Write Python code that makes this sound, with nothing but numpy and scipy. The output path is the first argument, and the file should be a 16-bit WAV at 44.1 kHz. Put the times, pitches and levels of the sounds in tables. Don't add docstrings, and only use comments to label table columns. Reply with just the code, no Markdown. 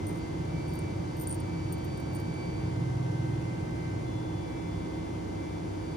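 import sys
import numpy as np
from scipy import signal
from scipy.fft import rfft, irfft
from scipy.io import wavfile

SR = 44100
rng = np.random.default_rng(int(sys.argv[2]) if len(sys.argv) > 2 else 0)


def bounce(signal):
    frames = np.transpose(np.atleast_2d(signal))
    limited = np.clip(frames, -1, 1)
    pcm = np.round(limited * 32767).astype(np.int16)
    wavfile.write(sys.argv[1], SR, pcm)


N = 262836
T_S = np.arange(N) / SR
BIN_HZ = np.maximum(np.arange(N // 2 + 1) * SR / N, 1.)


def undb(db):
    return 10 ** (np.asarray(db) / 20)


def on_log_hz(table, column):
    rows = np.array(table)
    return np.interp(np.log(BIN_HZ), np.log(rows[:, 0]), rows[:, column])


def in_time(curve):
    t_s, value = np.transpose(curve)
    return np.interp(T_S, t_s, value)


def walk(rate_hz):
    count = int(T_S[-1] * rate_hz) + 2
    knots = rng.standard_normal(count)
    return 1.24 * np.interp(T_S * rate_hz, np.arange(count), knots)


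def tone(phase_rad, db, pan_db, lead_rad):
    start_rad = 2 * np.pi * rng.random()
    share = 2 / np.sqrt(1 + undb(np.array([[-2 * pan_db], [2 * pan_db]])))
    split_rad = np.array([[.5], [-.5]]) * lead_rad
    return undb(db) * share * np.sin(phase_rad + start_rad + split_rad)


# f/Hz, likeness/0-1, left leads/rad, left minus right/dB
PORT_PAIR = [(30, .998, 0.0, -1.0), (129, 0.92, -0.02, 0), (292, 0.67, -0.9, -1), (418, 0.18, 1.9, -2),
             (690, 0.43, 3, 0), (1120, 0, 3.5, 0), (1500, 0.57, 4.5, -1), (2240, 0.35, 5.5, 3.5),
             (4030, 0.16, 7.5, 2.5), (6120, 0.51, 5.5, 4), (8050, 0.66, 3.5, 0), (11020, 1, -1.7, 0)]
TREBLE_LAG_S = 0.00025


def ports(shared, apart=0):
    above_hz = np.maximum(BIN_HZ - PORT_PAIR[-1][0], 0)
    lead_rad = on_log_hz(PORT_PAIR, 2) - 2 * np.pi * TREBLE_LAG_S * above_hz
    half = undb(on_log_hz(PORT_PAIR, 3) / 2)
    turned = shared * np.exp(.5j * np.array([lead_rad, -lead_rad]))
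    return np.array([half, 1 / half]) * (turned + apart)


# f/Hz, level/dB, left minus right/dB, left leads/rad
HUM_LINE = (97.5, -44, -0.5, -0.5)


def hum():
    hz, db, pan_db, lead_rad = HUM_LINE
    return tone(2 * np.pi * hz * T_S, db + 0.85 * walk(3.28), pan_db, lead_rad)


# order, level before trim/dB, left minus right/dB, left leads/rad
SHAFT_ORDERS = [(4, -51, 0, -0.0), (6, -50, -1, 0.0), (8, -54, -4, 0.2), (9, -51, 3, -0.1),
                (10, -51, 0, 0.0), (15, -56, 4, -0.1), (17, -57, 5, -0.5), (18, -49, -1, -0.3),
                (19, -44, -1, 0.7), (20, -52, -6, -0.0), (21, -51, -6, 0.4), (22, -53, 0, -2.6),
                (23, -54, -2, -2.8), (28, -60, 4, -2.6), (32, -62, -8, -1.3), (41, -59, 1, -2.4),
                (42, -56, -4, -2.9), (44, -61, 1, -2.7), (46, -57, 5, -2.0), (50, -61, 6, 2.9),
                (51, -55, -6, -3.1), (52, -63, 6, -1.7), (55, -64, -14, -2.6), (56, -59, 4, -1.3),
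                (57, -63, 4, 0.3), (58, -67, 0, 1.4)]
FAINT_RANGE = (30, 71)
SHAFT_HZ, SHAFT_TRIM_DB = 16.634, -.3
FAINT_DB, FAINT_DB_PER_ORDER, FAINT_SCATTER_DB = -65, -0.2, 3


def fan():
    shaft_rad = 2 * np.pi * SHAFT_HZ * T_S
    out = np.zeros((2, N))
    for k, db, pan_db, lead_rad in SHAFT_ORDERS:
        level_db = db + SHAFT_TRIM_DB + 1.17 * walk(5.0)
        out += tone(k * shaft_rad, level_db, pan_db, lead_rad + 0.23 * walk(1.985))
    listed = [row[0] for row in SHAFT_ORDERS]
    first, stop = FAINT_RANGE
    for k in range(first, stop):
        if k in listed:
            continue
        scatter_db, pan_db = FAINT_SCATTER_DB * rng.standard_normal(2)
        level_db = FAINT_DB + FAINT_DB_PER_ORDER * (k - first) + scatter_db
        out += tone(k * shaft_rad, level_db + 2 * walk(1.98), pan_db, np.pi + rng.standard_normal())
    return out


# multiple, level before swell/dB, left minus right/dB, left leads/rad
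LOW_LINES = [(1, -60.5, 9.5, 2), (3, -61, -2.5, -2), (4, -59.5, -0.5, 1.04), (6, -71.5, -7, 1.1)]
HIGH_LINES = [(2, -56.5, -4, 0.046), (3, -72, 9, 1.07), (4, -67.5, -0.5, 0.84)]
LINE_SWELLS = {("low", 3): [(0, -2), (2.2, -0.5), (2.95, 4.5), (3.4, 2), (3.7, 4.5), (4.5, -2), (5.96, -3)],
               ("low", 4): [(0, 3.5), (.5, -1.5), (1.2, -2.5), (2.1, -7.5), (2.9, 1.5), (4, 3.5), (4.4, -1),
               (5, 2.5), (5.96, -3)], ("high", 2): [(0, -10), (.42, -8), (.58, -0.5), (.88, -1), (.95, -7),
               (1.3, -10), (1.45, 1), (1.7, 0), (2.3, 2.5), (2.75, -0.5), (2.9, -14), (3.55, -6), (4, -5),
               (4.25, -12), (4.5, -2.5), (4.9, -9), (5.3, -13), (5.45, -3), (5.65, -11), (5.96, -6)],
               ("high", 3): [(0, 0.5), (1.3, -2), (1.6, 3), (2.7, -2), (3.2, 0), (3.95, -4), (4.2, 10),
               (4.9, 8), (5.3, 2.5), (5.96, 5)], ("high", 4): [(0, -17), (.22, 5), (.42, -3), (.65, 3),
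               (1.35, 2), (1.65, 6), (2.7, 5), (2.78, -7), (4.65, -7.5), (4.85, 0.5), (5.1, -7), (5.75, -3),
               (5.85, 3.5), (5.96, 4)]}
# t/s, left leads/rad
HIGH_2_TURN = [(.2, -.6), (.8, -1), (1.2, 1.15), (2.5, 1.5), (3.5, 4), (4.4, 5), (4.8, 6.5), (5.96, 6)]
LOW_WHINE_HZ, HIGH_WHINE_HZ = 517.95, 1151.1
LOW_FLICKER_DB, HIGH_FLICKER_DB = 1.2, 1.7


def drive(name, base_hz, lines, flicker_db):
    out = np.zeros((2, N))
    for k, db, pan_db, lead_rad in lines:
        k = round(k)
        if (name, k) in LINE_SWELLS:
            db = db + in_time(LINE_SWELLS[name, k])
        if (name, k) == ("high", 2):
            lead_rad = lead_rad + in_time(HIGH_2_TURN)
        out += tone(2 * np.pi * k * base_hz * T_S, db + flicker_db * walk(12.0), pan_db, lead_rad)
    return out


def drives():
    low = drive("low", LOW_WHINE_HZ, LOW_LINES, LOW_FLICKER_DB)
    return low + drive("high", HIGH_WHINE_HZ, HIGH_LINES, HIGH_FLICKER_DB)


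# t/s, f/Hz
CYCLE_RATE = [(0, 21.5), (2.6, 21.5), (3.4, 21), (4.1, 20.5), (5.96, 20.5)]
# t/s, level/dB
SWELL = [(0, -19.5), (.7, -11.5), (1.2, -13.5), (1.75, -8), (2.55, -7.5), (2.8, 3), (3.2, 2.5), (3.65, -5),
         (4.15, -2.5), (4.5, -12), (5.96, -24)]
# multiple, level before swell and drift/dB, share of swell (about 0-1), drift/(dB/s)
CYCLE_ORDERS = [(4, -52, 0.03, -1.5), (5, -42, 0.74, 2), (6, -35, 1.03, -1.8), (7, -44, 1, -4.5),
                (8, -44.5, 0.43, 0)]
DRIFT_ZERO_S = 3
ENGINE_PAN_DB, ENGINE_LEAD_RAD = -1.7, 0.066


def engine():
    cycle_rad = 2 * np.pi * np.cumsum(in_time(CYCLE_RATE)) / SR
    swell_db = in_time(SWELL)
    out = np.zeros((2, N))
    for k, db, share, drift_db_per_s in CYCLE_ORDERS:
        level_db = db + share * swell_db + drift_db_per_s * (T_S - DRIFT_ZERO_S)
        out += tone(round(k) * cycle_rad, level_db + 0.99 * walk(4.08), ENGINE_PAN_DB, ENGINE_LEAD_RAD)
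    return out


# f/Hz, level/(dB per Hz)
AIR_SPECTRUM = [(24, -95), (41, -71.5), (60, -65.5), (100, -59.5), (140, -66), (163, -56.5), (190, -64),
                (230, -66.5), (330, -64.5), (600, -74.5), (1200, -82.5), (2000, -89), (3500, -93.5),
                (6500, -96.5), (9200, -101), (12000, -112), (13300, -115), (14600, -110), (15600, -111),
                (15900, -132)]
AIR_FADE_DB_PER_S = -0.22


def air():
    like = np.clip(on_log_hz(PORT_PAIR, 1), 0, 1)
    white = rfft(rng.standard_normal((3, N)))
    both = ports(np.sqrt(like) * white[0], np.sqrt(1 - like) * white[1:])
    colour = undb(on_log_hz(AIR_SPECTRUM, 1)) * np.sqrt(SR / 2)
    drift_db = 0.15 * walk(1.43) + AIR_FADE_DB_PER_S * (T_S - T_S.mean())
    return irfft(both * colour, N) * undb(drift_db)


# t/s, drive level/dB, piece, hops after it (where the piece bounces)
TOUCHES = [(0.0682, -42, "swivel"), (0.0798, -47, "bead"), (0.083, -46, "hook"), (0.0935, -48, "swivel", 1),
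           (0.1281, -53, "swivel"), (0.1464, -54, "swivel"), (0.158, -52, "swivel", 2),
           (0.737, -47, "wire"), (0.7505, -56, "blade"), (0.7545, -48, "eyelet"), (0.79, -44, "swivel"),
           (0.68, -53, "swivel", 4), (1.1682, -54, "eyelet"), (1.184, -53, "swivel"),
           (1.1925, -52, "eyelet"), (1.1985, -43.5, "blade"), (1.2113, -41, "blade"),
           (1.2214, -42, "blade", 1), (1.4, -47, "swivel"), (1.2723, -30, "bead"), (1.2834, -46, "barb"),
           (1.295, -34, "bead"), (1.3042, -39, "bead"), (1.3119, -32.5, "bead"), (1.3258, -34.5, "bead"),
           (1.343, -36, "bead"), (1.3494, -48, "wire"), (1.7247, -34.5, "hook"), (1.73, -41, "hook"),
           (1.7814, -60, "eyelet"), (1.8462, -50, "eyelet"), (2.2, -48, "eyelet"),
           (1.9744, -46.5, "swivel"), (2.1345, -56, "wire"), (2.1495, -44, "hook"),
           (2.1567, -44.5, "bead", 1), (2, -50, "hook"), (2.1884, -56, "wire", 1), (2.3416, -55, "bead")]
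PIECE_COLOURS = {"bead": (0, -29, -30, -30, -10), "swivel": (0, -12, -24, -22, 1),
                 "blade": (-2, -2.5, -14, -8, 12), "eyelet": (-0.5, -2, -20, -18, 5),
                 "hook": (0, -18, -16, -3, 7), "barb": (-20, -25, 0, -8, 0),
                 "wire": (-10, -20, -12, -8, 19)}
HOP_S, HOP_DB = .012, -2
BOUNCE_SPAN_S, BOUNCE_MAX = .006, .2
TOUCH_SCATTER_DB = 2.5


def blows():
    out = 1e-15 * rng.standard_normal((5, N))
    for t_s, db, piece, *hops in TOUCHES:
        for hop in range(round(sum(hops)) + 1):
            when, strength = rng.random((2, 5))
            hop_s = hop * HOP_S * (1 + .3 * (rng.random() - .5))
            hit_s = t_s + hop_s + np.r_[0, BOUNCE_SPAN_S * when]
            size = np.r_[1, BOUNCE_MAX * strength * np.sign(when - .5)]
            scatter_db = 2 * TOUCH_SCATTER_DB * (rng.random(5) - .5)
            drive_db = db + hop * HOP_DB + np.array(PIECE_COLOURS[piece]) + scatter_db
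            out[:, (hit_s * SR).astype(int)] += undb(drive_db[:, None]) * size
    return out


RATTLE_PER_S, RATTLE_DB, RATTLE_S = 3500, -22, .008


def rattle(hits):
    stirred = signal.lfilter([1], [1, -np.exp(-1 / (RATTLE_S * SR))], np.abs(hits))
    contact = rng.random(N) < RATTLE_PER_S / SR
    return undb(RATTLE_DB) * stirred * rng.standard_normal(N) * contact


# f/Hz, width/Hz, level/dB
CONTACT_BANDS = [(10000, 3600, 1), (15300, 2500, 1)]
CONTACT_RATTLE_DB = 7.0


def contact(drive_signal):
    out = np.zeros(N)
    for hz, width_hz, db in CONTACT_BANDS:
        b, a = signal.iirpeak(hz, hz / width_hz, fs=SR)
        out += undb(db) * signal.lfilter(b, a, drive_signal)
    return out


# f/Hz, level/dB, t60/s
DISH_MODES = [(8750, 1, .034), (9300, -11.5, .02), (13170, -1, .034), (14240, 0, .022), (14650, -1, .011)]


def dish(drives_in):
    out = np.zeros(N)
    for (hz, db, t60_s), drive_signal in zip(DISH_MODES, drives_in):
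        r = np.exp(-np.log(1000) / (t60_s * SR))
        w = 2 * np.pi * hz / SR
        out += undb(db) * signal.lfilter([0, np.sin(w)], [1, -2 * r * np.cos(w), r * r], drive_signal)
    return out


TICK_GAIN_DB, RADIATE_HZ = 3.0, 7000


def ticks():
    hits = blows()
    rolling = rattle(hits)
    out = contact(hits[-1] + undb(CONTACT_RATTLE_DB) * rolling[-1])
    driven = hits + rolling
    out += dish(driven[[0, 0, 1, 2, 3]])
    treble = 1 / np.sqrt(1 + (RADIATE_HZ / BIN_HZ) ** 6)
    return irfft(ports(undb(TICK_GAIN_DB) * treble * rfft(out)), N)


def scene():
    return hum() + fan() + drives() + engine() + air() + ticks()


TOP_HZ = 15950


def record(dry):
    sos = signal.ellip(10, .2, 80, TOP_HZ, fs=SR, output="sos")
    return signal.sosfilt(sos, dry)


dry = scene()
out = record(dry)
bounce(out)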